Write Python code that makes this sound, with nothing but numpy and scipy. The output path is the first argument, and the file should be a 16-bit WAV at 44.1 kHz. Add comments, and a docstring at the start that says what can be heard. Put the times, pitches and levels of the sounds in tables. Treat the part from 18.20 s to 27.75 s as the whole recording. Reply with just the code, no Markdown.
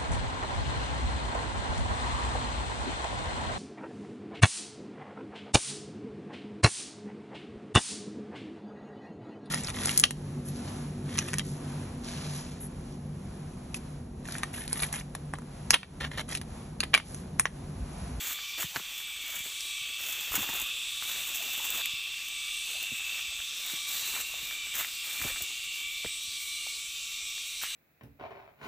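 """Cicadas and plant pulling in a tropical thicket

A near cicada buzzes by clicking its tymbals, the ribbed drums on its body. Another whines in a steady
beat, a shrill one winds up again and again, and a far chorus hisses behind them.
Close by, someone crouches and pulls up a plant: leaves swish and crackle, stems snap, soil and
knees thud. Both ears hear the same sound."""
import sys
import numpy as np
from scipy import signal
from scipy.io import wavfile
from scipy.ndimage import uniform_filter1d

SR = 44100
rng = np.random.default_rng(int(sys.argv[2]) if len(sys.argv) > 2 else 0)


def wrap_up_sound(samples):
    """Save the sound to the file named by the first command line argument, as 16-bit audio."""
    columns = np.atleast_2d(samples).T
    # keep every value between -1 and 1, then stretch to whole-number steps
    tamed = np.clip(columns, -1, 1)
    steps = np.round(tamed * 32767).astype(np.int16)
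    wavfile.write(sys.argv[1], SR, steps)


N = 421155
TIME = np.arange(N) / SR

# how fast the near cicada clicks: (time [s], rate [clicks/s])
CLICK_RATE = [(0, 263), (.9, 250), (1.5, 250), (2, 253), (2.8, 278), (3.4, 278), (4.1, 270), (4.7, 275),
              (5.3, 277), (5.9, 307), (6.6, 290), (7.3, 290), (9.55, 304)]
# how loudly its body rings: (time [s], relative belly level [dB], relative tymbal plate level [dB])
BODY_LEVELS = [(0, -56, -47), (.9, -46.5, -43), (1.3, -53, -44.5), (1.6, -43.5, -42.5), (2.5, -40.5, -39.5),
               (2.82, -46, -39), (3.13, -42, -42.5), (3.68, -40, -39), (3.98, -42, -46),
               (4.3, -46.5, -40.5), (4.62, -39.5, -43.5), (4.92, -38.5, -42.5), (5.5, -52, -42),
               (5.95, -43, -45.5), (6.4, -49.5, -45.5), (7.55, -42, -47.5), (8.22, -62, -47),
               (9.55, -58, -45.5)]
# the whining insect at the top of its calls: (time [s], whine [dB], whistle [dB])
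WHINE_LEVELS = [(.2, -47, -59), (.9, -48, -65), (1.55, -49, -61.5), (2.3, -58.5, -58.5),
                (3.6, -46.5, -59.5), (5, -47.5, -64), (5.7, -48.5, -58), (6.35, -44, -62.5),
                (7.7, -42.5, -63), (8.4, -48, -62.5), (9.1, -50, -64)]
# the shrill insect's calls: (time of the top [s], climb [s], relative level [dB], top pitch [Hz])
SHRILL_CALLS = [(1.5, 0.2, -46.5, 3870), (2.95, 0.46, -47, 3890), (4.55, 0.35, -47.5, 4120),
                (5.88, 0.64, -43.5, 4010), (7.2, 0.67, -49, 3850), (8.45, 0.89, -45.5, 4075),
                (9.48, 0.34, -45, 4010)]
# the tones in its voice: (multiple of the pitch, width [Hz], relative level [dB])
SHRILL_TONES = [(1.001, 119, -3), (1.109, 221, -8.5), (1.5, 500, -6.5), (2.02, 710, -7), (2.25, 1030, -14)]
# hand strokes, with relative levels: (start [s], length [s], leaves [dB], stems [dB], soil [dB])
HAND_STROKES = [ (0, 0.11, -36.5, -49, -58), (0.376, .045, -35, -43.5, -47.5),
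                (0.551, 0.017, -40.5, -42, -60), (0.676, 0.14, -47.5, -72, -79),
                (1.007, 0.17, -44.5, -52, -59.5), (1.233, 0.032, -42.5, -53, -59),
                (1.785, 0.14, -41, -53, -61), (1.943, 0.22, -40.5, -50, -58), (2.125, 0.034, -35, -43, -43),
                (2.188, 0.043, -34, -49, -47), (2.256, 0.17, -40.5, -49, -49.5), (2.68, .1, -52, -67, -68),
                (2.808, 0.21, -40.5, -51.5, -53.5), (3.032, 0.31, -41, -61, -54.5),
                (3.359, 0.25, -38.5, -53, -51.5), (3.983, 0.07, -52, -61, -73), (4.45, 0.21, -49, -57, -57),
                (4.717, 0.29, -50, -57, -64), (5.355, 0.21, -44, -55, -63), (5.667, 0.11, -36.5, -57, -61),
                (5.808, 0.19, -39, -49, -54), (6.076, 0.26, -46, -61, -59), (6.536, 0.078, -35, -42.5, -54),
                (6.828, 0.15, -42.5, -50.5, -59.5), (6.98, 0.11, -39.5, -45, -47.5),
                (7.15, 0.062, -46, -55, -56), (7.53, .09, -50, -69, -78), (8.2, 0.06, -58, -69, -78),
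                (9.41, 0.018, -39.5, -39.5, -60)]
# faint stirring between strokes, on the same scale: (leaves [dB], stems [dB], soil [dB])
STIR_DB = (-58.5, -59.5, -66)
# broad resonances of a leaf: (pitch [Hz], width [Hz], relative level [dB])
LEAF_RINGS = [(2000, 4800, -19), (2860, 2660, -3), (7290, 2670, 2.5), (9860, 1700, -10), (13750, 4470, 6.5)]
# hollow sound of rubbed stems: (frequency [Hz], relative level [dB])
STEM_COLOUR = [(700, -36.5), (1000, -9), (1450, -3.5), (2000, 2), (3200, -1), (6000, -19)]
# dull scuff of soil: (frequency [Hz], relative level [dB])
SOIL_COLOUR = [(40, 4), (120, -6), (260, -2), (500, -2), (800, 0), (1200, -2.5)]
# stems snapping: (time [s], peak [dB], woody ring [Hz])
STEM_SNAPS = [(0.189, -32.5, 1610), (0.429, -25, 1100), (0.561, -16.5, 1680), (0.566, -17.5, 1860),
              (0.57, -28, 1690), (.597, -30, 1490), (1.264, -48, 1700), (1.407, -21, 5450),
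              (2.120, -28, 1260), (2.141, -23, 1360), (2.290, -23.5, 1480), (2.351, -29, 1430),
              (2.824, -27, 1435), (2.96, -28, 1697), (3.612, -27, 2230), (3.657, -19, 2420),
              (5.203, -32, 1620), (5.964, -26.5, 1480), (6.14, -37, 900), (6.311, -27, 1920),
              (6.47, -36, 1600), (6.61, -26, 1192), (6.647, -22, 2070), (6.87, -29, 5000),
              (7.016, -23, 2220), (7.16, -31.5, 1600), (7.845, -30, 1400), (7.859, -29.5, 1770),
              (8.468, -40, 810), (8.482, -53, 600), (9.18, -38, 1700), (9.436, -26, 1762)]
# dry leaves cracking: (time [s], peak [dB])
LEAF_CRACKS = [(.407, -24), (.422, -18), (1.121, -31), (1.192, -24), (1.813, -23.5), (2.131, -23),
               (2.208, -26), (2.339, -20), (2.399, -21), (2.417, -16.5), (3.504, -16), (3.554, -26),
               (3.658, -18), (4.085, -27), (4.628, -21.5), (5.348, -32), (5.710, -27), (6.554, -18),
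               (7.016, -29), (7.222, -19)]
# knees, roots and clods hitting soft soil: (time [s], peak [dB], pitch [Hz])
SOIL_THUDS = [(0.442, -37, 122), (0.563, -34.5, 400), (.569, -40, 190), (.598, -44, 300), (1.036, -52, 213),
              (1.202, -49, 125), (1.258, -45, 350), (1.613, -54, 121), (2.112, -40, 41.7),
              (2.178, -33, 210), (2.203, -40, 110), (2.288, -38, 248), (2.42, -47, 150.2),
              (3.735, -45.5, 132), (4.718, -41, 186), (5.082, -49, 54.7), (5.189, -50, 49.8),
              (5.533, -41, 236), (6.226, -48, 169.4), (7.015, -42, 90), (7.048, -31.5, 228),
              (7.065, -47, 70), (7.115, -47, 45.4), (7.216, -46, 67), (7.847, -31.5, 320),
              (7.855, -40, 79.4), (8.075, -53, 78.4)]
# voices of the far chorus: (pitch [Hz], width [Hz], relative level [dB])
CHORUS_VOICES = [(1370, 91, -72), (2368, 180, -50), (2782, 180, -50), (3150, 250, -51.5), (3497, 340, -50),
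                 (4320, 1040, -50), (5845, 860, -50.5), (7020, 1250, -51.5), (7880, 580, -48.5)]
# rise and fall of the whole chorus: (time [s], gain [dB])
CHORUS_GAIN = [(0, -2), (.7, -5), (1.5, -2.5), (3, -1), (5.2, -1.5), (6, -1), (7, -1), (7.8, -0.5),
               (9.55, 0)]
# air and distant hiss: (frequency [Hz], relative level [dB])
AIR_COLOUR = [(25, 7), (60, 5), (150, -4.5), (400, -9.5), (800, -14), (1300, -35), (1900, -27),
              (2800, 13.5), (5000, -9), (8500, 5), (10500, -3.5), (13500, 2), (15500, 5)]


def near_cicada(easy_clicks_per_s=270, ribs=8):
    """Ribs buckle one by one, eight to a muscle stroke, and ring the belly and the tymbal plate."""
    rate, = in_time(CLICK_RATE)
    phase = np.cumsum(rate * (1 + .003 * drift(20))) / SR
    # clicks crowd together and grow louder once in each stroke
    phase += .09 * np.sin(2 * np.pi * phase / ribs)
    stroke = 1 + .2 * np.cos(2 * np.pi * phase / ribs)
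    clicks = np.diff(np.floor(phase), prepend=0)
    spit = .19 * rng.standard_normal(N) * np.exp(-(phase % 1) / .2)  # each buckle is rough
    wash = .5 * rng.standard_normal(N)  # song scattered by leaves and trunks
    drive = rms_one(stroke * (clicks + spit)) + wash
    # the body tightens with effort, so it rings higher
    effort = rate / easy_clicks_per_s
    belly_hz = 2684 * effort ** .17 * (1 + .008 * drift(3.6))
    plate_hz = 3514 * effort ** .39
    belly = evened(resonate(drive, belly_hz, width_hz=145))
    plate = evened(resonate(drive, plate_hz, width_hz=370))
    plate += from_db(-17) * rms_one(resonate(drive, plate_hz * 1.27, width_hz=540))
    belly_db, plate_db = in_time(BODY_LEVELS)
    song = from_db(belly_db) * belly + from_db(plate_db + .5) * plate
    return from_db(.62 * drift(7)) * band(song, 2010, 9000, order=4)


def whining_insect(first_s=.23, every_s=.68, whistle_lead_s=.017, fade_db_per_s=.74):
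    """A whine, an overtone and a soft whistle an octave below swell together, call after call."""
    def lull(time):
        """0 at the top of a call, 1 midway between calls."""
        return 1 - np.abs(np.cos(np.pi * (time - first_s) / every_s)) ** 1.47

    whine_db, whistle_db = in_time(WHINE_LEVELS)
    whine_db -= 11 * lull(TIME)
    whistle_db -= 4.5 * lull(TIME + whistle_lead_s)
    overtone_db = whine_db - 3 - fade_db_per_s * (TIME - TIME.mean())
    waver = 1 + .004 * drift(1.1)
    whine = from_db(whine_db) * singer(2345 * waver, width_hz=70)
    overtone = from_db(overtone_db) * singer(3520 * waver, width_hz=85)
    whistle = from_db(whistle_db) * singer(1158 * (1 + .008 * drift(1.7)), width_hz=46)
    return whine + overtone + whistle


def shrill_insect(climb_db=8, let_go_s=.16, glide_hz_per_s=550, sizzle_lead_s=.096):
    """Each call climbs in loudness and pitch to its top, then dies away fast."""
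    top_s, climb_s, top_db, top_hz = np.transpose(SHRILL_CALLS)[:, :, None]
    since_top = TIME - top_s
    slack = np.maximum(-since_top / climb_s, since_top / let_go_s)
    gains = from_db(top_db - climb_db * np.minimum(slack, 3) ** 2)
    level = gains.sum(axis=0)
    glides_hz = top_hz + glide_hz_per_s * np.clip(since_top, -1, 0)
    pitch_hz = (gains * glides_hz).sum(axis=0) / level  # the loudest call leads
    tone = level * sum(from_db(db) * singer(pitch_hz * k, width) for k, width, db in SHRILL_TONES)
    # each call carries a high sizzle that swells and fades more evenly
    sizzle_gain = from_db(-47 - 10 * ((since_top + sizzle_lead_s) / climb_s) ** 2).max(axis=0)
    return ground_echo(tone) + sizzle_gain * singer(8140, width_hz=3400, order=4)


def hand_levels(grip_s=.004, build_db=4.5, release_s=.033, settle_s=.22, plant_free_s=6.7):
    """Leaf, stem and soil levels in dB: each stroke grips, pulls tight and lets go; the plant settles."""
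    stir_drop = from_db(-8 * (TIME > plant_free_s))
    power = np.outer(from_db(STIR_DB), stir_drop) ** 2
    for start, length, *levels_db in HAND_STROKES:
        at = int(start * SR)
        t = TIME[:min(2 * SR, N - at)]
        after = np.maximum(t - length, 0)
        grip = 1 - np.exp(-t / grip_s)
        pull = grip * from_db(build_db * np.minimum(t / length - 1, 0))
        settle = from_db(-11.5) * np.exp(-after / settle_s)
        release = np.maximum(np.exp(-after / release_s), settle)
        power[:, at:at + len(t)] += np.outer(from_db(levels_db), pull * release) ** 2
    return 10 * np.log10(power)


def rustle(catches_per_s=90, settle_s=.0075):
    """Clumps of tiny slips: bright from leaves, hollow from stems, dull from soil."""
    leaf_db, stem_db, soil_db = hand_levels()
    busy = from_db((leaf_db - leaf_db.max()) / 2)  # harder handling makes more leaves slip
    # a leaf catches, lets go all at once and settles
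    catches = (rng.random(N) < catches_per_s * busy / SR) * np.minimum(rng.exponential(1, N), 2)
    clumps = 1 + .79 * signal.lfilter([1], [1, -np.exp(-1 / (settle_s * SR))], catches + 1e-18)
    leaf_slips = grains(per_s=26000 * busy)[0] * clumps / np.sqrt(busy)
    leaves = from_db(leaf_db + 2) * leaf_ring(leaf_slips)
    # stems and soil are dragged by the same uneven pull
    slips = grains(per_s=1800) * from_db(2 * drift(38))
    stems = from_db(stem_db + 3) * coloured(slips, STEM_COLOUR, flicker_db=1)
    soil = from_db(soil_db - 1) * coloured(slips, SOIL_COLOUR, flicker_db=4.5)
    return leaves + stems + soil


def leaf_ring(x):
    """Slips and cracks ring a leaf's broad resonances."""
    return rms_one(sum(from_db(db) * rms_one(resonate(x, hz, width)) for hz, width, db in LEAF_RINGS))


def snaps_and_thuds(woody_db=3):
    """Stems snap with a woody ring, dry leaves tick, soft blows on the soil thud."""
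    out = np.zeros(N)
    for s, db, hz in STEM_SNAPS:
        crack = burst(decay_s=.00076) + .037 * burst(decay_s=.016)
        wood = from_db(woody_db) * rms_one(resonate(crack, hz, hz * .36))
        add(out, s, db, rms_one(band(crack, hz / 2, hz * 2.5)) + wood)
    for s, db in LEAF_CRACKS:
        crack = burst(decay_s=.00078) + .2 * burst(decay_s=.01)
        add(out, s, db, band(leaf_ring(crack), 4900, 17000, order=1))
    for s, db, hz in SOIL_THUDS:
        add(out, s, db, band(burst(decay_s=.0068), hz * .5, hz * 1.48))
    return out


def far_chorus(swell_db=2):
    """Far cicadas swell and waver, each around its own pitch."""
    chorus = 0
    for hz, width_hz, db in CHORUS_VOICES:
        voice = singer(hz * (1 + .02 * drift(1.8)), width_hz, order=3)
        chorus += voice * from_db(db + swell_db * drift(3.4))
    return chorus * from_db(in_time(CHORUS_GAIN)[0])


def ground_echo(x, strength=.66, delay_s=.0036):
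    """Add a dull bounce off the ground, whose path shifts as the microphone moves."""
    lag_s = delay_s * (1 + .052 * drift(.61))
    return x + strength * np.interp(TIME - lag_s, TIME, band(x, 650, 6000, order=1))


def air():
    """A soft, flickering bed of air and distant hiss."""
    return from_db(-48) * coloured(rng.standard_normal((2, N)), AIR_COLOUR, flicker_db=1.9)


def singer(hz, width_hz, order=2):
    """A distant insect: its clicks blur into noise around one pitch."""
    return evened(resonate(rng.standard_normal(N), hz, width_hz, order))


def evened(voice):
    """Hold a voice's loudness fairly even, as an insect does."""
    power = uniform_filter1d(voice ** 2, size=520)
    return rms_one(voice / (power + .1 * power.mean()) ** .3)


def grains(per_s, spread_db=2.5):
    """Two streams of tiny clicks at random moments, a few much larger than the rest."""
    sizes = from_db(spread_db * np.minimum(rng.exponential(1, (2, N)), 4.5))
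    return (rng.random((2, N)) < per_s / SR) * sizes * rng.choice([-1, 1], (2, N))


def burst(decay_s):
    """A short spray of noise that dies away."""
    t = TIME[:SR // 6]
    return rng.standard_normal(len(t)) * np.exp(-t / decay_s)


def add(out, s, peak_db, sound):
    """Mix in a short sound at a given time and peak level."""
    at = int(s * SR)
    out[at:at + len(sound)] += (from_db(peak_db) * sound / np.abs(sound).max())[:N - at]


def coloured(sources, spectrum, flicker_db):
    """Two sources take turns filling half-octave bands, each with its own level and flicker."""
    hz, db = np.transpose(spectrum)
    edges = np.geomspace(20, 17000, 21)
    out = np.zeros(N)
    for k, (low, high) in enumerate(zip(edges, edges[1:])):
        if high > hz[0] and low < hz[-1]:
            level = np.interp(np.log(low * high) / 2, np.log(hz), db)
            out += from_db(level + flicker_db * drift(16)) * band(sources[k % 2], low, high)
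    return rms_one(out)


def resonate(x, hz, width_hz, order=2):
    """Make a sound ring around a pitch that may move; a higher order cuts the rest more steeply."""
    turn = np.exp(2j * np.pi * np.cumsum(hz + np.zeros(len(x))) / SR)
    r = np.exp(-np.pi * width_hz * np.sqrt(order) / SR)
    y = x / turn + 1e-18  # shift the pitch down to zero, smooth, then shift back
    for _ in range(order):
        y = signal.lfilter([1 - r], [1, -r], y)
    return (y * turn).real


def band(x, low_hz, high_hz, order=2):
    """Keep what lies between two frequencies."""
    sos = signal.butter(order, [low_hz, min(high_hz, SR * .45)], "band", fs=SR, output="sos")
    return signal.sosfilt(sos, x + 1e-18)


def drift(rate_hz):
    """A smooth random wander, about 1 in size."""
    step = 40  # samples between points
    r = np.exp(-2 * np.pi * rate_hz * step / SR)
    slow = signal.lfilter([1], [1, -2 * r, r * r], rng.standard_normal(N // step + 2002))[2000:]
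    return np.interp(np.arange(N) / step, np.arange(len(slow)), rms_one(slow))


def in_time(rows):
    """Join a table's points with straight lines, one curve for each column after the time."""
    s, *columns = np.transpose(rows)
    return [np.interp(TIME, s, column) for column in columns]


def from_db(db):
    """Turn decibels into a gain."""
    return 10 ** (np.asarray(db) / 20)


def rms_one(x):
    """Scale a sound so its average strength (rms) is 1."""
    return x / np.sqrt(np.mean(x ** 2) + 1e-20)


def scene(dip_at_s=.547, dip_width_s=.053, dip_db=17):
    """Mix insects, plants and air; the near cicada and the whining insect dip briefly once."""
    hiss = air()
    dip = from_db(-dip_db * np.exp(-((TIME - dip_at_s) / dip_width_s) ** 2))
    insects = dip * (near_cicada() + whining_insect()) + ground_echo(far_chorus()) + shrill_insect()
    mono = insects + rustle() + snaps_and_thuds() + hiss
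    return np.array([mono, mono])


def record(dry):
    """Cut the treble steeply above 15500 Hz."""
    return signal.sosfilt(signal.ellip(12, .2, 80, 15500, fs=SR, output="sos"), dry)


dry = scene()
out = record(dry)
wrap_up_sound(out)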